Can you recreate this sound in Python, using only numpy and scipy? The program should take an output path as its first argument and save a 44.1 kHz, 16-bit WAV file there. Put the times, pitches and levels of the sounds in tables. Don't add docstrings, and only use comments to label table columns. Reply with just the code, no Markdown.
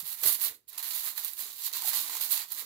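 import sys
import numpy as np
from scipy import signal
from scipy.fft import rfft, irfft
from scipy.io import wavfile
from scipy.ndimage import uniform_filter1d

SR = 44100
rng = np.random.default_rng(int(sys.argv[2]) if len(sys.argv) > 2 else 0)


def master_out(mix):
    frames = np.transpose(np.atleast_2d(mix))
    ceiling = np.clip(frames, -1, 1)
    pcm = np.round(ceiling * 32767).astype(np.int16)
    wavfile.write(sys.argv[1], SR, pcm)


N = 116865
TIME = np.arange(N) / SR


def from_db(db):
    return 10 ** (np.asarray(db) / 20)


def rms_one(x):
    return x / np.sqrt(np.mean(x ** 2) + 1e-20)


def stereo_noise(alike, size=N):
    mid, side = rng.standard_normal((2, size))
    alike = np.clip(alike, -1, 1)
    return np.sqrt((1 + alike) / 2) * mid + np.sqrt((1 - alike) / 2) * side * [[1], [-1]]


def wander(spread_db, span_s):
    window = np.hanning(int(2 * span_s * SR) + 3)
    slow = signal.fftconvolve(rng.standard_normal(N), window, "same")
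    return rms_one(from_db(spread_db * rms_one(slow)))


def coloured(x, spectrum):
    hz, db = np.transpose(spectrum)
    hz = np.r_[hz[0] / 1.3, hz, hz[-1] * 1.3]
    db = np.r_[-60, db, -60]
    size = 8192
    grid = np.maximum(np.arange(size // 2 + 1) * SR / size, 1)
    gain = rms_one(from_db(np.interp(np.log(grid), np.log(hz), db)))
    cepstrum = irfft(np.log(gain))
    cepstrum[1:size // 2] *= 2
    cepstrum[size // 2 + 1:] = 0
    response = irfft(np.exp(rfft(cepstrum)))
    return signal.fftconvolve(x, response[None], axes=1)[:, :N]


ROOM_T60_S, ROOM_DELAY_S = .175, .003


def kitchen(x, room_db, alike):
    t = TIME[:SR // 4]
    fade = from_db(-60 * t / ROOM_T60_S) * (t > ROOM_DELAY_S)
    tail = stereo_noise(alike, size=len(t)) * fade
    wet = from_db(room_db)
    tail = wet * rms_one(tail) / np.sqrt(len(t))
    return (x + signal.fftconvolve(x, tail, axes=1)[:, :N]) / np.sqrt(1 + wet ** 2)


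def struck_mode(s, hz, rise_s, decay_s):
    age = np.maximum(TIME - s, 0)
    return (1 - np.exp(-age / rise_s)) * np.exp(-age / decay_s) * np.sin(2 * np.pi * hz * age)


SNAPS_PER_S, RATE_FOLLOWS = 3500, .3
SIZE_SPREAD_DB = 2.5
EVEN_S = .010
CLUMP_DB, CLUMP_S = 1.2, .003


def buckling(effort_db):
    rate = SNAPS_PER_S * from_db(RATE_FOLLOWS * (effort_db - np.median(effort_db)))
    sizes = from_db(SIZE_SPREAD_DB * np.minimum(rng.exponential(1, N), 4))
    snaps = (rng.random(N) < rate / SR) * sizes * rng.choice([-1, 1], N)
    width = int(EVEN_S * SR) + 1
    power = uniform_filter1d(uniform_filter1d(snaps ** 2, width), width)
    even = snaps / np.sqrt(np.abs(power) + 1e-6)
    return even * wander(CLUMP_DB, CLUMP_S)


FACET_SPREAD_DB = 5
COLOUR_DB, COLOUR_S = 1.3, .012


def foil(snaps, spectrum, level_db, pan_db, ring_s, room_db, alike, count=1):
    keep = from_db(-60 / (ring_s * SR)) ** 2
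    rings = 0
    for k, hz in enumerate(np.linspace(spectrum[0][0], spectrum[-1][0], count, endpoint=False)):
        uneven = rms_one(from_db(FACET_SPREAD_DB * rng.uniform(-1, 1, N)))
        struck = snaps * uneven * wander(COLOUR_DB, COLOUR_S)
        power = signal.lfilter([1 - keep], [1, -keep], struck ** 2 + 1e-18)
        ring = np.sqrt(power) * stereo_noise(alike)
        if k:
            below = signal.butter(3, hz, "low", fs=SR, output="sos")
            above = signal.butter(3, hz, "high", fs=SR, output="sos")
            ring = signal.sosfilt(below, rings) + signal.sosfilt(above, ring)
        rings = ring
    sides = rms_one(from_db([[pan_db], [0]])) * np.sqrt(2 / (1 + abs(alike)))
    return from_db(level_db) * sides * kitchen(coloured(rings, spectrum), room_db, alike)


# pitch in Hz, relative strength in dB per Hz.
ROOM_COLOUR = [(30, -3), (90, 1), (300, -6), (1000, -11), (4000, -13), (16000, -13)]


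def room_floor():
    return from_db(-82.5) * coloured(rng.standard_normal((2, N)), ROOM_COLOUR)


# time in seconds, low rubbing level in dB before the tray's trim.
RUBBING = [(0.223, -77), (0.232, -60), (0.28, -58), (0.41, -78), (0.465, -61), (0.63, -91), (0.773, -73),
           (1.372, -79), (1.392, -68), (1.569, -79), (1.87, -68), (2.11, -66), (2.384, -73), (2.48, -81),
           (2.62, -68)]


def rubbing():
    return np.interp(TIME, *np.transpose(RUBBING))


# pitch in Hz, relative strength in dB per Hz.
BUMP_COLOUR = [(25, -25), (82, 1), (125, -3), (300, -25)]
BUMP_FOLLOWS = .7


def bumps(snaps, rub_db):
    swing_db = BUMP_FOLLOWS * (rub_db - rub_db.mean())
    return foil(snaps * from_db(swing_db), BUMP_COLOUR,
                level_db=-80.5, pan_db=-3, ring_s=.04, room_db=-12, alike=.4)


# pitch in Hz, relative strength in dB per Hz.
TRAY_COLOUR = [(100, -22), (160, -6), (240, -3), (310, 1), (450, 1), (560, -3), (800, -20)]
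TRAY_ALIKE = .7


def tray(snaps, rub_db):
    return foil(snaps * from_db(rub_db), TRAY_COLOUR,
                level_db=1, pan_db=-2.3, ring_s=.016, room_db=-9, alike=TRAY_ALIKE)


FLEX_S, FLEX_DB = .028, -56
FLEX_START_HZ, FLEX_END_HZ = 220, 78
FLEX_SAG_S, FLEX_DECAY_S = .016, .021


def flex():
    age = np.maximum(TIME - FLEX_S, 0)
    hz = FLEX_END_HZ + (FLEX_START_HZ - FLEX_END_HZ) * np.exp(-age / FLEX_SAG_S)
    phase = 2 * np.pi * np.cumsum(hz * (age > 0)) / SR
    return from_db(FLEX_DB) * np.exp(-age / FLEX_DECAY_S) * np.sin(phase)


# start in seconds, level in dB before rise, decay and room.
TUG_TIMES = [(0.227, -48), (0.252, -41)]
# pitch in Hz, level in dB added to the tug's.
TRAY_NOTES = [(110, -8), (350, -2), (410, -3), (619, 0)]


def tugs():
    dry = 0
    for s, db in TUG_TIMES:
        for hz, mode_db in TRAY_NOTES:
            dry = dry + from_db(db + mode_db) * struck_mode(s, hz, rise_s=.002, decay_s=.014)
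    return kitchen(dry[None], room_db=-9, alike=TRAY_ALIKE)


# start in seconds, level in dB before the trim, pitch in Hz.
PANEL_POPS = [(1.769, -43, 1010), (1.826, -38, 950), (1.847, -34, 813), (1.878, -38, 780),
              (1.931, -36, 1070), (2.005, -42, 1000), (2.095, -38, 980), (2.152, -39, 982),
              (2.169, -41, 1200)]
POP_TRIM_DB = 2


def pops():
    dry = 0
    for s, db, hz in PANEL_POPS:
        dry = dry + from_db(POP_TRIM_DB + db) * struck_mode(s, hz, rise_s=.001, decay_s=.0035)
    return kitchen(dry[None], room_db=-11, alike=.8)


# time in seconds,
# level of the fine crackle in dB, level of the sheet's rustle in dB, both before the trim of their register.
PULLING = [(0.0, -34, -54), (0.033, -52, -64), (0.064, -40, -58), (0.135, -39, -57), (0.16, -48, -62),
           (0.227, -40, -56), (0.234, -29, -45), (0.254, -30, -46), (0.259, -23, -40), (0.279, -22.5, -44),
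           (0.3, -28, -45), (0.344, -30, -53), (0.376, -49, -60), (0.42, -29, -50), (0.466, -30, -49),
           (0.53, -60, -64), (0.552, -54, -72), (0.586, -85, -84), (0.669, -92, -97)]
CORNER_CRIMPING = [(0.679, -51, -75), (0.695, -46, -70), (0.713, -60, -68), (0.728, -50, -61),
                   (0.774, -53, -61), (0.78, -37, -51), (0.795, -39, -53), (0.822, -52, -57),
                   (0.828, -38, -52), (0.935, -39, -53), (0.949, -33, -51), (1.022, -40, -55),
                   (1.077, -33, -48), (1.142, -52, -64), (1.18, -36, -49), (1.22, -44, -57),
                   (1.244, -43, -57), (1.248, -36, -54), (1.275, -39, -54), (1.31, -47, -61),
                   (1.355, -53, -67), (1.395, -35, -54), (1.46, -45, -57), (1.555, -50, -67),
                   (1.66, -34, -54), (1.68, -38, -55), (1.699, -55, -58)]
EDGE_CRIMPING = [(1.728, -50, -58), (1.731, -39, -52), (1.76, -35, -49), (1.807, -42, -53),
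                 (1.864, -34, -49), (1.881, -29, -48), (1.924, -41, -51), (1.938, -30, -46),
                 (2.014, -34, -51), (2.052, -41, -53), (2.165, -37, -48), (2.205, -43, -57),
                 (2.212, -32, -50), (2.258, -36, -51), (2.29, -43, -56), (2.314, -25, -48),
                 (2.345, -31, -48), (2.42, -41, -50), (2.475, -61, -68), (2.519, -39, -56),
                 (2.539, -46, -61), (2.607, -37, -51), (2.649, -58, -63)]


def handling():
    s, fine, wide = np.vstack([PULLING, CORNER_CRIMPING, EDGE_CRIMPING]).T
    return np.interp(TIME, s, fine), np.interp(TIME, s, wide)


# start in seconds, level of the bright crack in dB,
# level of its crunch in dB, both before the crease trim and the trim of their register.
CREASE_TIMES = [(0.1266, -25, -33), (0.2329, -22, -29), (0.2573, -14, -25), (0.7786, -28, -34),
                (0.827, -26, -35), (0.9075, -30, -25), (1.1768, -30, -31), (1.2466, -21, -33),
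                (1.2805, -22, -32), (1.3339, -27, -44), (1.7285, -25, -31), (1.7348, -28, -25),
                (1.8198, -25, -36), (1.8747, -21, -26), (2.2119, -19, -27), (2.4857, -31, -44),
                (2.5202, -21, -29)]
CREASE_TRIM_DB, CREASE_SNAPS_PER_S, CREASE_DECAY_S = 6.5, 3000, .0035


def creases():
    out = np.zeros((2, N))
    run = (rng.random(N) < CREASE_SNAPS_PER_S / SR) * rng.uniform(-1, 1, N)
    for s, *levels_db in CREASE_TIMES:
        start = int(s * SR)
        burst = run[start:] * np.exp(-TIME[:N - start] / CREASE_DECAY_S)
        burst[0] = 1
        out[:, start:] += from_db(levels_db)[:, None] * burst
    return from_db(CREASE_TRIM_DB) * out


# pitch in Hz, relative strength in dB per Hz.
SHEET_COLOUR = [(350, -34), (550, -17), (660, -7), (1050, 0), (1250, -1.5), (1450, -4.5), (2010, 0),
                (2350, -3.5), (3200, -16)]
CREASE_SHEET_DB = -15


def sheet(snaps, sheet_db, crunches):
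    struck = snaps * from_db(sheet_db) + from_db(CREASE_SHEET_DB) * crunches
    return foil(struck, SHEET_COLOUR,
                level_db=-.8, pan_db=-1.5, ring_s=.016, room_db=-7, alike=.45, count=2)


# pitch in Hz, relative strength in dB per Hz.
CRUNCH_COLOUR = [(1600, -24), (2600, -9), (3300, -5.5), (4100, 0), (4600, -2), (5200, -7), (6200, -7),
                 (7200, -2.5), (8000, -6.5), (9000, -7.5), (12000, -22)]
# time in seconds, lift in dB.
CRUNCH_LIFTS = [(0.27, -1.5), (1.3, -1), (1.56, 2.5), (1.75, .5)]
CRUNCH_FOLLOWS = .55
CRUNCH_GROWTH, CRUNCH_PIVOT_DB = .93, -46


def crunch(snaps, fine_db, sheet_db, crunches):
    mix_db = CRUNCH_FOLLOWS * fine_db + (1 - CRUNCH_FOLLOWS) * sheet_db
    rule_db = CRUNCH_PIVOT_DB + CRUNCH_GROWTH * (mix_db - CRUNCH_PIVOT_DB)
    lift_db = np.interp(TIME, *np.transpose(CRUNCH_LIFTS))
    return foil(snaps * from_db(rule_db + lift_db) + crunches, CRUNCH_COLOUR,
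                level_db=.8, pan_db=-6.1, ring_s=.014, room_db=-6, alike=.02, count=3)


# pitch in Hz, relative strength in dB per Hz.
CRACKLE_COLOUR = [(5000, -29), (8500, -13), (10000, -6.5), (11300, -1), (12600, 0), (14000, -1.3),
                  (15400, -2.5), (16300, -22)]


def crackle(snaps, fine_db, cracks):
    return foil(snaps * from_db(fine_db) + cracks, CRACKLE_COLOUR,
                level_db=.3, pan_db=-13.6, ring_s=.004, room_db=-7, alike=.02, count=4)


def scene():
    fine_db, sheet_db = handling()
    rub_db = rubbing()
    snaps = buckling(fine_db)
    cracks, crunches = creases()
    background = room_floor() + bumps(snaps, rub_db) + tray(snaps, rub_db)
    single_events = flex() + tugs() + pops()
    rustle = sheet(snaps, sheet_db, crunches)
    crunching = crunch(snaps, fine_db, sheet_db, crunches)
    return background + single_events + rustle + crunching + crackle(snaps, fine_db, cracks)


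CUTOFF_HZ = 15750


def record(dry):
    return signal.sosfilt(signal.ellip(12, .1, 80, CUTOFF_HZ, fs=SR, output="sos"), dry)


dry = scene()
out = record(dry)
master_out(out)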